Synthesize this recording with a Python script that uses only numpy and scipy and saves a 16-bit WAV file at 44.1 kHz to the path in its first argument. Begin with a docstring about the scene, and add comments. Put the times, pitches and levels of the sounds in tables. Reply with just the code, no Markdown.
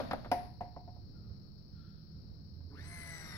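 """A quiet driveway with a motorised telescope. A hand slides off the tube, which knocks against its
mount, rings and bounces to rest. A far bird calls twice, hoarse and falling. Then the small geared
drive motor spins up: its teeth whine and grind, and it slows under the load.
Underneath, distant traffic rumbles and a narrow hiss sits in the left microphone."""
import sys
import numpy as np
from scipy import signal
from scipy.fft import rfft, irfft, next_fast_len
from scipy.io import wavfile
from scipy.ndimage import map_coordinates

SR = 44100
rng = np.random.default_rng(int(sys.argv[2]) if len(sys.argv) > 2 else 0)


def materialize(psi):
    """Save the field psi as 16-bit PCM at rate SR to the path in sys.argv[1].

    A 1-D psi becomes a single channel; in a 2-D psi each row is a channel.
    """
    bounded = np.clip(np.atleast_2d(psi).T, -1, 1)
    quanta = np.round(bounded * 32767).astype(np.int16)
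    wavfile.write(sys.argv[1], SR, quanta)


N = 148617


def amp(db):
    """Decibels to gain."""
    return 10 ** (np.asarray(db) / 20)


def unit(x):
    """Scale to rms 1."""
    return x / np.sqrt(np.mean(x ** 2) + 1e-20)


def along(points, hz):
    """Read a curve of (Hz, value) points on a log frequency axis."""
    freqs, values = np.transpose(points)
    return np.interp(np.log(hz + 1), np.log(freqs + 1), values)


def clock():
    """Seconds at each sample."""
    return np.arange(N) / SR


def curves(rows):
    """Automation lanes: one for each column after the time."""
    times, *columns = np.transpose(rows)
    return [np.interp(clock(), times, column) for column in columns]


def wobble(rate):
    """A smooth random curve, rate knots a second."""
    return map_coordinates(rng.standard_normal(N // 8), [clock() * rate], mode="wrap")


def filtered(x, response):
    """Filter x by a gain given as a function of Hz."""
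    size = next_fast_len(N + SR // 4)
    return irfft(rfft(x, size) * response(np.fft.rfftfreq(size, 1 / SR)), size)[..., :N]


def noise(eq, extra_db=lambda hz: 0):
    """Noise of rms 1, coloured by (Hz, dB) points plus an optional function of Hz."""
    return unit(filtered(rng.standard_normal(N), lambda hz: amp(along(eq, hz) + extra_db(hz))))


def wide_noise(*colour):
    """Stereo noise: one colour, independent left and right."""
    return np.array([noise(*colour), noise(*colour)])


def fade(start, t60, attack):
    """Envelope of a blow: a quick rise, then 60 dB of decay in t60 seconds."""
    age = np.maximum(clock() - start, 0)
    return 1e3 ** (-age / t60) * (1 - np.exp(-age / attack))


def tone(phase, rough, rate):
    """A sine blended with narrow noise; rough is the noise's share, rate sets its width."""
    in_phase = np.sqrt(2 * (1 - rough)) + np.sqrt(rough) * wobble(rate)
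    return in_phase * np.sin(phase) + np.sqrt(rough) * wobble(rate) * np.cos(phase)


def echoes(x, t60):
    """Diffuse reflections, different in each ear."""
    tail = rng.standard_normal((2, SR)) * fade(0, t60, 0.019)[:SR]
    return signal.fftconvolve(np.atleast_2d(x), tail / np.linalg.norm(tail[0]), axes=1)[:, :N]


def hiss():
    """Microphone noise: a narrow band, mostly left, and faint air in both sides."""
    # Colours of the band and the air. Each row: frequency in Hz, relative level in dB.
    band_eq = [(2000, -43), (3300, -31), (3800, -11.5), (4150, 0), (4500, 3), (4850, -2), (5400, 1),
               (5750, -14), (6100, -37), (7000, -39)]
    air_eq = [(1500, 2.5), (4000, 2), (6500, -18.5), (10000, -6), (12000, -0.5), (15500, 6.5)]
    return amp([[-63.5], [-85]]) * wide_noise(band_eq) + amp(-80) * wide_noise(air_eq)


def traffic():
    """Far road rumble, with an engine whose notes swell and fade."""
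    # Colour of the road. Each row: frequency in Hz, relative level in dB.
    road_eq = [(12, -59), (20, -5), (43, -9), (75, 1.5), (128, -2.5), (156, -7.5), (205, -6.5),
               (238, -12.5), (322, -18), (976, -37.5), (1320, -37.5), (1740, -44), (3300, -55.5),
               (4290, -90), (7260, -120)]
    # Stereo image of the road. Each row: frequency in Hz, left-right likeness from -1 to 1.
    likeness = [(60, 0.15), (150, 0.81), (380, 0.48), (950, -0.21), (2380, -0.13), (5980, 0.75),
                (15000, 0.24)]
    # Engine notes. Each row: pitch in Hz, peak level before panning in dB, peak time and spread in seconds.
    drone = [(108.3, -60, 1.1, 1), (157.2, -56.5, 1.9, 0.48), (198, -64.5, 1.8, 0.71),
             (82.76, -52.5, 2.79, 0.28), (157, -57.5, 3.17, 0.75)]
    # Panning of road and engine. Each row: frequency in Hz, left minus right in dB.
    balance = [(60, -11.0), (110, -1.5), (200, -1.0), (380, -0.5), (700, 1.5), (1290, 2.5), (2380, 2.5),
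               (4400, 21.0), (8120, -1.0), (15000, -1.0)][:6]

    def mid_side_gains(hz):
        width = np.arccos(np.clip(along(likeness, hz), -1, 1)) / 2
        return amp(along(road_eq, hz)) * [np.cos(width), np.sin(width)]

    mid, side = filtered(rng.standard_normal((2, N)), mid_side_gains)
    road = amp(-52 + wobble(5.06)) * unit(np.array([mid + side, mid - side]))
    engine = np.zeros(N)
    for hz, db, peak_s, spread_s in drone:
        swell = amp(db) / (1 + ((clock() - peak_s) / spread_s) ** 2)
        engine += swell * tone(2 * np.pi * hz * clock(), rough=0.33, rate=13)
    return filtered(road + engine, lambda hz: amp(along(balance, hz) * np.array([[.5], [-.5]])))


def bird():
    """Two far, hoarse, falling calls, blurred by the trees."""
    # Each row is a call: start and length in seconds, first and last pitch in Hz,
    # relative levels of note and rasp in dB.
    calls = [(1.123, 0.17, 1416, 1228, -72.5, -97.5), (1.722, .2, 1430, 1287, -69.5, -71.5)]
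    # Breathy part of the call. Each row: frequency in Hz, relative level in dB.
    rasp_eq = [(900, -17), (1400, 8), (2200, -11), (2800, -8), (3400, -1), (4300, -1), (5500, -25),
               (7000, -47)]
    voice = np.zeros(N)
    for start, length, first_hz, last_hz, db, rasp_db in calls:
        progress = np.clip((clock() - start) / length, 0, 1)
        phase = 2 * np.pi * np.cumsum(first_hz + (last_hz - first_hz) * progress) / SR
        arch = np.abs(np.sin(np.pi * progress)) ** .5
        voice += arch * (amp(db) * tone(phase, rough=1.0, rate=120) + amp(rasp_db) * noise(rasp_eq))
    return (0.44 * voice + 0.69 * echoes(voice, t60=1.37)) * amp([[1.5], [-1.5]])


def handling():
    """The hand slides off the tube and jolts the plastic fittings."""
    # Fader moves of the sliding hand and its low rumble. Each row: time in seconds, relative level in dB.
    rub = [(0, -40.5), (.05, -46.5), (.1, -49), (.2, -53), (.3, -58.5), (.45, -56.5), (.6, -110)]
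    bump = [(0, -51.5), (.35, -50), (.55, -62), (.8, -91.5)]
    # Colour of the fittings. Each row: frequency in Hz, relative level in dB.
    fittings_eq = [(100, -18), (230, 10), (380, -12), (560, -0.5), (680, 1), (830, -6), (1200, -9.5),
                   (1700, -10.5), (3000, -18.5), (4500, -10.5), (7000, -32), (9000, -52), (10500, -23),
                   (16000, -36)]
    # Each row is a clunk: start in seconds, relative level in dB, centre in Hz, click against body in dB.
    clunks = [(0.0, -31, 550, -27), (.1105, -33, 1400, -19), (0.1321, -31.5, 650, -10),
              (0.246, -47, 1400, -25), (.259, -45, 500, -32), (2.606, -70.5, 900, -30)]
    rumble_eq = [(20, -7), (70, -4.5), (140, -8), (400, -42), (1500, -87)]
    click_eq = [(1000, 1.5), (3000, -19), (4300, -3), (7000, -30.5), (11000, 12), (16000, -29)]
    out = amp(curves(rub)[0] + 2) * wide_noise(fittings_eq, lambda hz: -2 * np.log2(1 + hz / 800))
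    out += amp(curves(bump)[0] - 4) * noise(rumble_eq)
    for start, db, centre_hz, click_db in clunks:
        focus = lambda hz: -6 * np.abs(np.log2((hz + 1) / centre_hz))
        body = fade(start, 0.061, 0.00058) * noise(fittings_eq, focus)
        scatter = amp(-10) * fade(start, 0.18, 0.0063) * wide_noise(fittings_eq, focus)
        click = amp(click_db) * fade(start, 0.007, 0.00035) * noise(click_eq)
        out += amp(db + 4) * (body + scatter + click)
    return out


def knocks():
    """Each bounce on the mount rings the tube, the softer ones duller. Loose parts buzz briefly."""
    # Each row is a bounce: start in seconds, relative level in dB, treble tilt in dB per octave,
    # ring length from 0 to 1, ring trim in dB.
    bounces = [(0.3152, -22.5, 0, 0.88, 0.5), (.608, -34, -4, 0.82, -3), (.764, -40, -8.5, 0.69, -3),
               (.877, -48.5, -9, 0.83, -1.5), (.962, -52.5, -17, 0.58, -4)]
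    # Tube modes. Each row: pitch in Hz, relative level in dB, t60 at full ring length in seconds.
    modes = [(239, -10.5, 0.12), (401.5, -32, 0.6), (544.6, -8.5, 0.15), (706.2, 0, 0.17),
             (719, -3.5, 0.38), (787, -15.5, 0.17), (890, -8, 0.14), (1036, -7, .07), (1496, -20, 0.088),
             (1760, -28, 0.24), (1900, -36, 0.18), (2124, -23, 0.21), (5390, -39, 0.18)]
    # Crack of the impact. Each row: frequency in Hz, relative level in dB.
    crack_eq = [(100, -13), (250, 3.5), (380, -4), (550, 2.5), (950, 7), (1200, -11.5), (2000, -4),
                (3300, -18.5), (5200, -8.5), (6500, -29), (8500, -46), (10300, -13), (13000, -29),
                (16000, -29)]
    tick_eq = [(2000, 3.5), (16000, -15.5)]
    out = np.zeros((2, N))
    for start, db, tilt_db, length, ring_db in bounces:
        dull = lambda hz: tilt_db * np.log2(np.maximum(hz / 800, 1))
        ring = np.zeros(N)
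        for hz, mode_db, t60 in modes:
            phase = 2 * np.pi * hz * (clock() - start) + 0.6 * wobble(70)
            ring += amp(mode_db + dull(hz)) * fade(start, t60 * length, 0.0028) * np.sin(phase)
        buzz = amp(-4) * fade(start, 0.085, 0.00038) * noise(crack_eq, dull)
        scatter = amp(-16.5) * fade(start, 0.54 * length, 0.0061) * wide_noise(crack_eq, dull)
        tick = amp(-6 + 6 * tilt_db) * fade(start, .006, 0.00061) * noise(tick_eq)
        out += amp(db) * (amp(ring_db) * ring + buzz + scatter + tick)
    return out


def motor():
    """A pinion whines against an uneven wheel; the teeth grind harder as the load slows it."""
    # Fader moves of the gears. Each row: time in seconds, whine level in dB, grind level in dB.
    effort = [(2.67, -100, -100), (2.735, -65.5, -75), (2.79, -55.5, -57.5), (2.85, -64.5, -56.5),
              (2.93, -52.5, -56.5), (3.08, -50.5, -52.5), (3.16, -49, -52.5), (3.23, -59, -52),
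              (3.37, -60, -52)]
    # Overtones of the tooth mesh. Each row: multiple, level at top speed in dB, gain under load in dB,
    # roughness from 0 to 1, load from 0 to 1 at which half that gain is reached.
    mesh_overtones = [(2, -64.5, 7, 0.15, 0.63), (3, -67.5, 13, .25, 0.1), (4, -58.5, -8, 0.2, 0.54),
                      (5, -53, -12.5, 0.5, 0.26), (6, -69.5, 11, 0.97, 0.57), (7, -80, 6, .95, .5)]
    # Shaft hum. Each row: multiple of the shaft rate, level at top speed in dB, gain under load in dB.
    shaft_orders = [(4, -62, -6), (5, -72.5, 5.5), (6, -65.5, -7), (7, -77.5, 9.5), (8, -73, 11),
                    (9, -69, -0.5), (10, -63, 3), (11, -84, 10), (13, -70, 17.5), (15, -74, -8),
                    (18, -72.5, -5)]
    # Colours of the grinding teeth and of the mount's jolt as the motor starts.
    # Each row: frequency in Hz, relative level in dB.
    grind_eq = [(150, -14), (300, 4), (600, 0), (1000, -2.5), (1600, 5.5), (2100, 9), (2500, -4.5),
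                (3200, -9.5), (4300, 2.5), (5800, -1.5), (6800, -48), (9300, -30.5), (10500, -4.5),
                (11600, -20.5), (13000, -16), (15500, -23)]
    jolt_eq = [(150, -7.5), (295, 3.5), (360, -9), (430, 1), (600, -18), (1600, -20), (3000, -51.5)]
    teeth, wheel_ratio, top_shaft_hz = 12, .4, 173.3
    start_s, spin_up_s = 2.685, .077
    sag_from_s, load_from_s, load_full_s = 2.91, 3.03, 3.407

    spin_up = 1 - np.exp(-(np.maximum(clock() - start_s, 0) / spin_up_s) ** 1.6)
    sag_s = np.maximum(clock() - sag_from_s, 0)
    shaft_hz = spin_up * (top_shaft_hz - 22 * sag_s - 56 * sag_s ** 2)
    load = np.clip((clock() - load_from_s) / (load_full_s - load_from_s), 0, 1)

    # Phases in radians: shaft and wheel each swing the mesh once a turn.
    shaft = 2 * np.pi * np.cumsum(shaft_hz * (1 + 0.0011 * wobble(50))) / SR
    wheel = wheel_ratio * shaft
    backlash = (0.052 + 3.8 * (1 - spin_up)) * wobble(400)
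    mesh = teeth * shaft + 0.19 * np.sin(shaft) + .08 * np.sin(wheel) + backlash

    whine_db, grind_db = curves(effort)
    whine = amp(whine_db) * tone(mesh, rough=.02, rate=90) * (1 + 0.29 * np.sin(wheel))
    for k, db, gain_db, rough, half_load in mesh_overtones:
        load_db = gain_db / (1 + np.exp(10 * (half_load - load)))
        entry = spin_up ** (2 + 6.8 * (k - 2) ** 2)  # higher overtones need more speed to sound
        whine += amp(db + load_db) * entry * tone(k * mesh, rough, rate=40 * k)
    hum = sum(amp(db + gain_db * load) * tone(k * shaft, rough=0.19, rate=30)
              for k, db, gain_db in shaft_orders)
    scrape = unit(amp(1.4 * np.sin(shaft) + 2 * np.sin(wheel) + 2 * np.cos(mesh)))
    near, far = amp(grind_db) * scrape * wide_noise(grind_eq)
    grind = np.array([near, 0.39 * near + far])
    jolt = amp(-52) * fade(start_s + 0.016, t60=0.4, attack=0.012) * noise(jolt_eq)
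    return whine + spin_up ** 20 * hum + jolt + grind


def from_left(pair, shade, lag_s=0.00014):
    """The right microphone hears the mount later and duller."""
    left, right = pair
    response = lambda hz: amp(along(shade, hz)) * np.exp(-2j * np.pi * hz * lag_s)
    return np.array([left, filtered(right, response)])


def scene():
    """The mount stands close by on the left; car and driveway return a little of it."""
    # Right-side EQ for the blows and for the motor. Each row: frequency in Hz, gain in dB.
    blow_shade = [(100, 0.5), (300, 0), (700, -0.5), (1300, -1.5), (2400, -9.5), (4400, -13.5), (8000, -20),
                  (11000, -10), (15000, -7)]
    motor_shade = [(200, 6.5), (700, -5.5), (1300, -5.5), (2400, -6), (4400, -21.5), (8000, -29.5),
                   (11000, -13.5), (15000, -7)]
    blows, drive = knocks() + handling(), motor()
    blows += amp(-19) * echoes(blows, t60=.25)
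    drive += amp(-13) * echoes(drive, t60=.12)
    return from_left(blows, blow_shade) + from_left(drive, motor_shade) + bird() + traffic() + hiss()


def record(dry):
    """A brick-wall low-pass trims the very top."""
    top_hz = 15800
    return filtered(dry, lambda hz: hz < top_hz)


dry = scene()
out = record(dry)
materialize(out)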